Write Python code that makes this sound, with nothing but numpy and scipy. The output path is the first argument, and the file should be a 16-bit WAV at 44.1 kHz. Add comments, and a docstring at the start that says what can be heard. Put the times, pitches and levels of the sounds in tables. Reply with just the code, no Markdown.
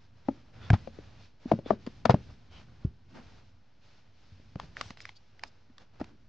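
"""A low, dry roof space: someone clambers over the ceiling joists with a camera in hand.
Blows are damped modes: thuds in the timber and knocks in the camera's case, mostly loudest at the left port.
Grit and gear click as damped modes under noise bursts; soles and clothes slide as unevenly gated noise.
Low noise rumbles with handling and shifting weight; short resonant scrapes and a faint hum lie beneath."""
import sys
import numpy as np
from scipy import signal
from scipy.fft import rfft, irfft, next_fast_len
from scipy.io import wavfile
from scipy.ndimage import map_coordinates

SR = 44100
rng = np.random.default_rng(int(sys.argv[2]) if len(sys.argv) > 2 else 0)


def transcribe(u):
    """Save the signal u as a 16-bit wav file named by the first command-line argument.

    u: samples, shape (n,) or (channels, n), limited to [-1, 1]; the rate is SR.
    q: integer samples, one column per channel.
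    """
    v = np.clip(np.atleast_2d(u).T, -1, 1)
    q = np.round(v * 32767).astype(np.int16)
    wavfile.write(sys.argv[1], SR, q)


N = 277300
AGE = np.arange(SR // 3) / SR  # s since the start of a short sound
SLOW_T = np.arange(0, N / SR, .001)  # s, grid for slow envelopes

# Blows on the joists, levels before each layer's trim. Each row: time in seconds, thud level in dB,
# thud pitch in Hz, thud t60 in seconds, knock level in dB, knock pitch in Hz, crack level in dB,
# crack t60 in seconds, knock left over right in dB.
BLOWS = [(0.2856, -17, 268, 0.047, -21.5, 567, -35, .02, 10.5),
         (.298, -37.5, 279.3, .14, -49, 540, -58, .016, 14),
         (.7038, -8.5, 109.5, 0.067, -24, 728, -15, .0067, 2),
         (0.7313, -7.5, 97.2, 0.059, -28, 412, -25, .049, 6),
         (0.7384, -18.5, 134, 0.014, -23.5, 803, -27.5, .07, 3),
         (0.8741, -37.5, 237, 0.018, -31, 536, -42.5, 0.008, 13),
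         (0.9873, -51.5, 309, 0.084, -35.5, 394, -46.5, .017, 9),
         (1.457, -25, 241, 0.038, -44.5, 607, -59, 0.017, 6),
         (1.516, -14.5, 305, 0.042, -9, 675, -23, .022, 7.5),
         (1.536, -20.5, 170, 0.044, -28, 510, -49.5, .016, 2.5),
         (1.5887, -30.5, 163, .025, -32, 560, -45, .018, 7),
         (1.6603, -35, 266, 0.02, -33.5, 482, -48, 0.017, 6),
         (1.706, -22, 203, 0.098, -9.5, 649, -26.5, .0084, 9.5),
         (1.731, -36, 220, 0.06, -33, 564, -51, .014, 8.5),
         (1.8654, -46, 242, .019, -39.5, 447, -38.5, .023, 1),
         (1.872, -28, 240.4, 0.025, -35.5, 457, -35.5, .027, 12),
         (2.0545, -21.5, 209, 0.0065, -15, 644, -11, .021, 11),
         (2.0953, -13, 125, 0.08, -10, 703, -19, .078, 5),
         (2.1051, -28.5, 132, .021, -14, 487, -18, .041, -2),
         (2.142, -9, 144.8, 0.02, -20, 598, -31.5, .015, 5),
         (2.8496, -15, 116, 0.022, -48.5, 550, -54, .016, 4),
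         (2.868, -28, 66.8, .07, -68, 474, -63, .016, 0), (4.32, -44, 94.5, 0.16, -70, 450, -69, .016, 6),
         (4.398, -51, 198, 0.018, -57.5, 450, -58, .016, 2),
         (4.5577, -27, 123, 0.021, -40.5, 517, -34.5, 0.007, 6),
         (4.635, -45, 166, 0.1, -59, 450, -62, .016, 1),
         (4.858, -38.5, 86.05, 0.062, -68, 612, -50, .023, 6),
         (4.906, -37, 203, 0.011, -47, 664, -39, .016, 4.5),
         (5.096, -49, 84.6, 0.037, -72.5, 600, -60.5, .016, 5),
         (5.699, -52, 244.5, 0.073, -77.5, 448, -57.5, .018, 16),
         (6.004, -37, 90, 0.086, -40, 524, -36, .025, -1),
         (6.013, -24.5, 254.7, .021, -31.5, 650, -34, .023, 5)]
# Spectrum of gritty contact. Each row: frequency in Hz, relative density in dB.
CRACK_SPECTRUM = [(300, -25), (900, 6.5), (1500, 0), (2200, -4.5), (3200, -9.5), (5000, -12.5), (7000, -27),
                  (9000, -46.5)]


def blows():
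    """Each blow: a gritty crack, a short knock in the case, a dull thud that leaves the boards ringing."""
    # Modes of the case. Each row: ratio to the knock pitch, relative level in dB, t60 in seconds.
    case_modes = [(.78, -6, 0.022), (1.0, 2.5, 0.02), (1.22, -9.5, 0.018), (1.75, -16.5, 0.013)]
    # Modes of the ceiling boards. Each row: pitch in Hz, mean relative level in dB, t60 in seconds.
    board_modes = [(71.6, -16.5, .2), (114, -10, .2), (166, 1, 0.047), (222, -2.5, .09), (276.6, 2.5, 0.04),
                   (380, -2.5, 0.037)]
    thud_rise_s, knock_rise_s, crack_rise_s = .003, .0013, .0016
    thud_trim_db, knock_trim_db, crack_trim_db = 0, -1.0, -9
    boards_from_thud_db, boards_from_knock_db, boards_spread_db = -28.5, -19.5, 4.4
    grind_db, grind_rise_s, grind_t60_s = -29, .015, .083
    touch_db, touch_lead_s, touch_t60_s = -17, .0022, .0064
    lead_s = .0012  # thud and crack begin ahead of the knock
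    phase_spread, port_phase_spread = .7, .36  # rad

    out = np.zeros((2, N))
    for s, thud_db, thud_hz, thud_t60, knock_db, knock_hz, crack_db, crack_t60, pan_db in BLOWS:
        boards = 0
        for hz, db, t60 in board_modes:
            gain = amp(db + rng.normal(0, boards_spread_db))
            boards = boards + gain * ring(hz, .0054, t60, rng.uniform(0, 2 * np.pi))
        # the boards ring in step with the force of the blow
        force = amp(thud_db + boards_from_thud_db) + amp(knock_db + boards_from_knock_db)
        thud = amp(thud_db + thud_trim_db) * ring(thud_hz, thud_rise_s, thud_t60, np.pi)
        add(out, s - lead_s, panned(thud + force * boards, .15 * pan_db))

        # each mode of the case reaches the two ports with a different phase
        case = 0
        for ratio, db, t60 in case_modes:
            hz = knock_hz * ratio * (1 + rng.normal(0, .011))
            phase = rng.normal(0, phase_spread) + rng.normal(0, port_phase_spread, (2, 1))
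            case = case + amp(db) * ring(hz, knock_rise_s, t60, phase)
        add(out, s, panned(amp(knock_db + knock_trim_db) * case, pan_db))

        # the edge touches first
        touch = amp(knock_db + touch_db) * ring(.88 * knock_hz, knock_rise_s, touch_t60_s)
        add(out, s - touch_lead_s, touch)

        # dust keeps grinding while the weight settles
        grit = strike(crack_rise_s, crack_t60) + amp(grind_db) * strike(grind_rise_s, grind_t60_s)
        crack = amp(crack_db + crack_trim_db) * grit * noise(CRACK_SPECTRUM, len(AGE))
        add(out, s - lead_s, panned(crack, .3 * pan_db))
    return out


def clicks():
    """Grit and gear tick: a light touch, then a pair of heavily damped modes under a bright snap."""
    # Small hard contacts, levels before trim. Each row: time in seconds, body level in dB,
    # body pitch in Hz, body t60 in seconds, snap level in dB, body left over right in dB.
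    contacts = [(.2855, -23.5, 823, 0.033, -60.5, 15), (0.7026, -12.5, 1605, 0.013, -26, 0),
                (.874, -44, 1100, 0.011, -52, 10), (1.7056, -19, 1166, 0.03, -47, 8),
                (1.8648, -44, 4680, 0.016, -37.5, -2), (2.052, -30.5, 1047, 0.012, -44, 6),
                (2.1444, -21.5, 990, .0092, -36, 1.5), (4.5991, -20, 1070, 0.0058, -32.5, 3.5),
                (4.769, -22, 1810, 0.0043, -36.5, 1), (4.8116, -22, 1147, 0.018, -18.5, 3),
                (4.9057, -34.5, 2020, 0.011, -33, 0), (4.9725, -71, 1192, .012, -39.5, 0),
                (5.0041, -37, 2200, 0.0089, -37, -2), (5.054, -23.5, 2030, 0.0032, -32, -0.5),
                (5.0919, -36, 2130, .011, -37.5, 0), (5.394, -40, 1970, .007, -42.5, -1),
                (5.4363, -23.5, 896, .011, -25, -7), (5.4362, -29.5, 1624, 0.0092, -43, -7),
                (5.782, -47.5, 1190, .016, -38, 1), (5.9997, -36.5, 800, 0.024, -46.5, 3),
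                (6.043, -65, 1680, .012, -38.5, 0)]
    # Snap spectrum. Each row: frequency in Hz, relative density in dB.
    snap_spectrum = [(150, -29.5), (700, 4), (2500, -0.5), (4800, -0.5), (6500, -11.5), (8000, -23),
                     (9300, -32.5)]
    body_trim_db, upper_db, snap_trim_db, touch_db = -4, -9, -8, -17
    rise_s, snap_t60_s, lead_s, touch_lead_s = .00067, .013, .00054, .003

    out = np.zeros((2, N))
    for s, body_db, hz, t60, snap_db, pan_db in contacts:
        lower = ring(hz, rise_s, t60, rng.normal(0, .42, (2, 1)))
        upper = ring(1.5 * hz, rise_s, .79 * t60, rng.normal(0, .14, (2, 1)))
        body = amp(body_db + body_trim_db) * (lower + amp(upper_db) * upper)
        snap_gain = amp(snap_db + snap_trim_db)
        snap = snap_gain * strike(rise_s, snap_t60_s) * noise(snap_spectrum, len(AGE))
        add(out, s - lead_s, panned(body, pan_db) + panned(snap, .4 * pan_db))
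        touch = strike(.0028, .015) * noise(CRACK_SPECTRUM, len(AGE))
        add(out, s - touch_lead_s, snap_gain * amp(touch_db) * touch)
    return out


def loft(x):
    """The faint, short answer of the roof space: noise decaying at a rate set by frequency."""
    # Decay of the space. Each row: frequency in Hz, t60 in seconds.
    decay = [(100, 0.079), (300, 0.42), (700, 0.11), (8000, .07)]
    hz, t, bins = signal.stft(rng.standard_normal((2, SR // 3)), SR, nperseg=256)
    decayed = bins * amp(-60 * t / along(decay, hz)[:, None])
    tail = signal.istft(decayed, SR, nperseg=256)[1]
    tail = tail.mean(0) + .12 * tail  # the ports lie close together
    return signal.fftconvolve(x, tail / np.linalg.norm(tail[0]), axes=1)[:, :N]


def sliding(scuff, cloth):
    """Soles scuff and cloth hisses; both catch and slip unevenly."""
    # Sole spectrum. Each row: frequency in Hz, relative density in dB.
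    scuff_spectrum = [(120, -31.5), (260, -1), (450, -1), (650, -1.5), (860, -2.5), (1100, -6.5),
                      (1500, -5), (2000, -12), (3000, -16), (6000, -51)]
    # Cloth spectrum. Each row: frequency in Hz, relative density in dB.
    cloth_spectrum = [(600, -29), (1600, -5), (2400, -0.5), (3300, -2), (4200, -1.5), (5300, -3.5),
                      (6300, -9.5), (7300, -19), (8500, -35.5), (9300, -45)]
    catch_db, grain_db = .12, -.5  # depths of the slow and fast unevenness
    friction = unit(amp(catch_db * wobble(43) + grain_db * wobble(500)))
    soles = scuff * noise(scuff_spectrum, N)
    clothes = cloth * noise(cloth_spectrum, N)
    return friction * (soles + clothes)


def moves():
    """Strength of the sole scuff and of the cloth hiss; overlapping slides add in power."""
    # One slide per move of a limb. Each row: start in seconds, length in seconds,
    # sole scuff level in dB, cloth hiss level in dB.
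    slides = [(0, 0.059, -71, -72), (.16, 0.11, -71.5, -74.5), (0.257, 0.17, -65, -68),
              (0.447, 0.061, -69, -74), (0.538, 0.12, -59, -66), (0.622, 0.15, -56.5, -61.5),
              (0.755, 0.15, -63, -63.5), (0.93, 0.31, -61.5, -65), (1.199, 0.069, -66.5, -63.5),
              (1.414, 0.2, -64, -66), (1.479, 0.057, -52.5, -61.5), (1.667, 0.062, -49.5, -58.5),
              (1.8, 0.232, -66, -65), (2.082, 0.082, -50.5, -61), (2.184, 0.18, -68, -65.5),
              (2.292, 0.013, -58.5, -69), (2.377, .12, -70.5, -73), (2.518, 0.11, -59, -62),
              (2.668, .2, -68.5, -73), (2.812, 0.047, -65, -74), (3.093, 0.042, -71, -69.5),
              (3.147, 0.049, -52.5, -62), (3.214, 0.21, -62.5, -65), (3.438, 0.068, -77.5, -73.5),
              (3.827, 0.19, -70, -67.5), (4.04, 0.073, -76, -77.5), (4.175, 0.67, -70, -68),
              (4.591, .05, -55, -62.5), (4.658, .08, -69, -72), (4.768, 0.061, -52, -54),
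              (4.833, 0.091, -61.5, -58.5), (4.979, 0.13, -65, -60.5), (5.17, 0.16, -76, -74),
              (5.339, 0.31, -70, -74), (5.43, 0.026, -58.5, -62), (5.796, 0.028, -60.5, -65.5),
              (5.936, 0.073, -65.5, -73.5), (5.997, 0.11, -63, -69)]
    resting_scuff_db, resting_cloth_db = -73.5, -77.5  # friction that remains between moves
    power = amp([[resting_scuff_db], [resting_cloth_db]]) ** 2
    for s, length, scuff_db, cloth_db in slides:
        power = power + (amp([[scuff_db], [cloth_db]]) * stroke(s, length)) ** 2
    return [smooth(level) for level in np.sqrt(power)]


def stroke(s, length):
    """One slide grips, slows, then lets go: attack, sagging hold, release, fringed by light brushing."""
    sag_db_per_s, fringe_db, fringe_s = 9.5, -12, .04
    ease = .13 * length  # s, longer slides start and stop more gently
    attack, release = .011 + ease, .022 + ease
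    t = SLOW_T - s
    age = np.maximum(t + attack, 0)
    after = np.maximum(t - length + ease, 0)
    gripped = (1 - np.exp(-(age / attack) ** 2)) * np.exp(-after / release)
    brushed = amp(fringe_db) * np.exp(-(np.maximum(-t, 0) + after) / fringe_s)
    return amp(-sag_db_per_s * age) * np.maximum(gripped, brushed)


def scrapes():
    """Each short slide swells and fades in one broad resonance."""
    # Short scrapes. Each row: middle in seconds, length scale in seconds, peak rms level in dB,
    # resonance in Hz.
    scrape_rows = [(0.651, 0.056, -59, 3500), (0.654, 0.086, -58.5, 1430), (1.672, 0.024, -54.5, 3470),
                   (2.561, 0.059, -59, 3110), (3.175, 0.07, -50, 251.5), (3.168, 0.024, -58, 1590),
                   (4.637, 0.044, -63.5, 4810), (4.854, 0.072, -63.5, 5800), (5.019, 0.012, -54, 5230),
                   (5.074, 0.027, -62.5, 2020), (5.167, 0.016, -58.5, 4700), (5.477, 0.017, -62, 5130),
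                   (6.12, 0.056, -59.5, 313)]
    # Shape of the resonance. Each row: ratio to its frequency, relative density in dB.
    scrape_shape = [(.3, -42), (.7, -1.5), (0.9, -1), (0.998, 8.5), (1.1, -4.5), (1.351, -7.5), (2.2, -54)]
    out = np.zeros((2, N))
    for s, length, db, hz in scrape_rows:
        swell = np.exp(-2 * (AGE / length - 1.5) ** 2)
        spectrum = [(hz * ratio, gain_db) for ratio, gain_db in scrape_shape]
        add(out, s - 1.5 * length, amp(db) * swell * noise(spectrum, len(AGE)))
    return out


def rumble(scuff):
    """Shifting weight makes a low rumble that swells as a sole drags and after each thud."""
    # How hard the body shifts its weight. Each row: time in seconds, rumble level before trim in dB.
    effort_rows = [(0, -62), (.5, -60), (.64, -50.5), (1.2, -58.5), (1.37, -66.5), (1.62, -58.5),
                   (2.28, -51), (2.43, -60), (2.6, -55.5), (2.9, -57.5), (3.02, -62.5), (3.33, -56.5),
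                   (3.7, -69), (4.25, -63.5), (4.7, -56), (5.2, -68), (5.64, -69), (6.29, -60.5)]
    # Rumble spectrum. Each row: frequency in Hz, relative density in dB.
    rumble_spectrum = [(15, -10), (35, -4), (60, -2.5), (90, -1), (120, -3), (165, -10.5), (240, -11.5),
                       (330, -22), (500, -31.5), (1000, -61)]
    trim_db = 1
    shudder_db, shudder_t60_s = -39.5, .45  # the joists shudder on: level from the thud, decay
    effort_db, = curves(effort_rows)
    shudder_power = 0
    for s, thud_db, *_ in BLOWS:
        decay_db = -60 * np.abs(SLOW_T - s) / shudder_t60_s
        shudder_power = shudder_power + (SLOW_T > s) * amp(thud_db + shudder_db + decay_db) ** 2
    power = amp(effort_db + trim_db) ** 2 + scuff ** 2 + smooth(shudder_power)
    return np.sqrt(power) * noise(rumble_spectrum, N)


def hum():
    """A faint hum from the house below: sine with a randomly wandering phase."""
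    # Hum. Each row: frequency in Hz, rms level in dB.
    hum_tones = [(102.3, -72.5)]
    waver_rad = .7
    t = np.arange(N) / SR
    out = 0
    for hz, db in hum_tones:
        phase = 2 * np.pi * hz * t + waver_rad * wobble(2.5)
        out = out + amp(db) * np.sqrt(2) * np.sin(phase)
    return out


def amp(db):
    """Amplitude of a level in dB."""
    return 10 ** (np.asarray(db) / 20)


def unit(x):
    """Scaled to an rms of 1."""
    return x / np.sqrt(np.mean(x ** 2) + 1e-20)


def crest(x):
    """Scaled to a peak of 1."""
    return x / np.abs(x).max()


def along(points, hz):
    """Interpolate (Hz, value) points on a log axis."""
    f, v = np.transpose(points)
    return np.interp(np.log(hz + 1), np.log(f + 1), v)


def curves(rows):
    """One value per sample for each column after the time."""
    s, *cols = np.transpose(rows)
    return [np.interp(np.arange(N) / SR, s, c) for c in cols]


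def smooth(envelope):
    """An envelope on the millisecond grid, one value per sample."""
    return np.interp(np.arange(N) / SR, SLOW_T, envelope)


def wobble(rate):
    """A smooth random curve, rate knots a second."""
    knots = rng.standard_normal(int(N * rate / SR) + 4)
    return map_coordinates(knots, [np.arange(N) * rate / SR])


def noise(spectrum, size):
    """Coloured stereo noise of rms 1, partly alike at the two ports."""
    # Likeness of the ports. Each row: frequency in Hz, left-right correlation.
    likeness = [(60, 0.93), (160, 1), (440, 0.34), (1190, 0.89), (3210, 0.8), (8680, 0.62)]
    length = next_fast_len(size, True)
    hz = np.fft.rfftfreq(length, 1 / SR)
    turn = np.arccos(np.clip(along(likeness, hz), -1, 1)) / 2
    white = rfft(rng.standard_normal((2, length)))
    coloured = white * amp(along(spectrum, hz)) * [np.cos(turn), np.sin(turn)]
    mid, side = irfft(coloured, length)[:, :size]
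    return unit(np.array([mid + side, mid - side]))


def strike(rise, t60):
    """An envelope of peak 1: contact builds up, then the motion dies."""
    return crest((1 - np.exp(-(AGE / rise) ** 2)) * amp(-60 * AGE / t60))


def ring(hz, rise, t60, phase=0):
    """One damped mode."""
    return strike(rise, t60) * np.sin(2 * np.pi * hz * AGE + phase)


def panned(x, db):
    """Left louder than right by db, the mean of both gains kept at 1."""
    gains = amp([[db / 2], [-db / 2]])
    return x * gains / gains.mean()


def add(track, s, sound):
    """Mix a sound in at time s."""
    start = round(s * SR)
    track[:, start:start + len(AGE)] += sound[..., :N - start]


def scene():
    """Blows and clicks with their room answer, over friction, scrapes, rumble and hum."""
    room_db = -25
    hits = blows() + clicks()
    scuff, cloth = moves()
    near = hits + amp(room_db) * loft(hits)
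    return near + sliding(scuff, cloth) + scrapes() + rumble(scuff) + hum()


def record(dry):
    """The deepest bass is thinned; the sound is band-limited, with nothing above about 9.4 kHz."""
    low_hz, top_hz, offset = 32, 9400, .0014
    size = next_fast_len(N + SR // 2)
    hz = np.fft.rfftfreq(size, 1 / SR)
    bass = 1j * hz / (low_hz + 1j * hz)
    treble = 1 / (1 + (hz / top_hz) ** 60)
    sound = irfft(rfft(dry, size) * bass * treble, size)[:, :N]
    return sound + offset  # the converter sits slightly off zero


dry = scene()
out = record(dry)
transcribe(out)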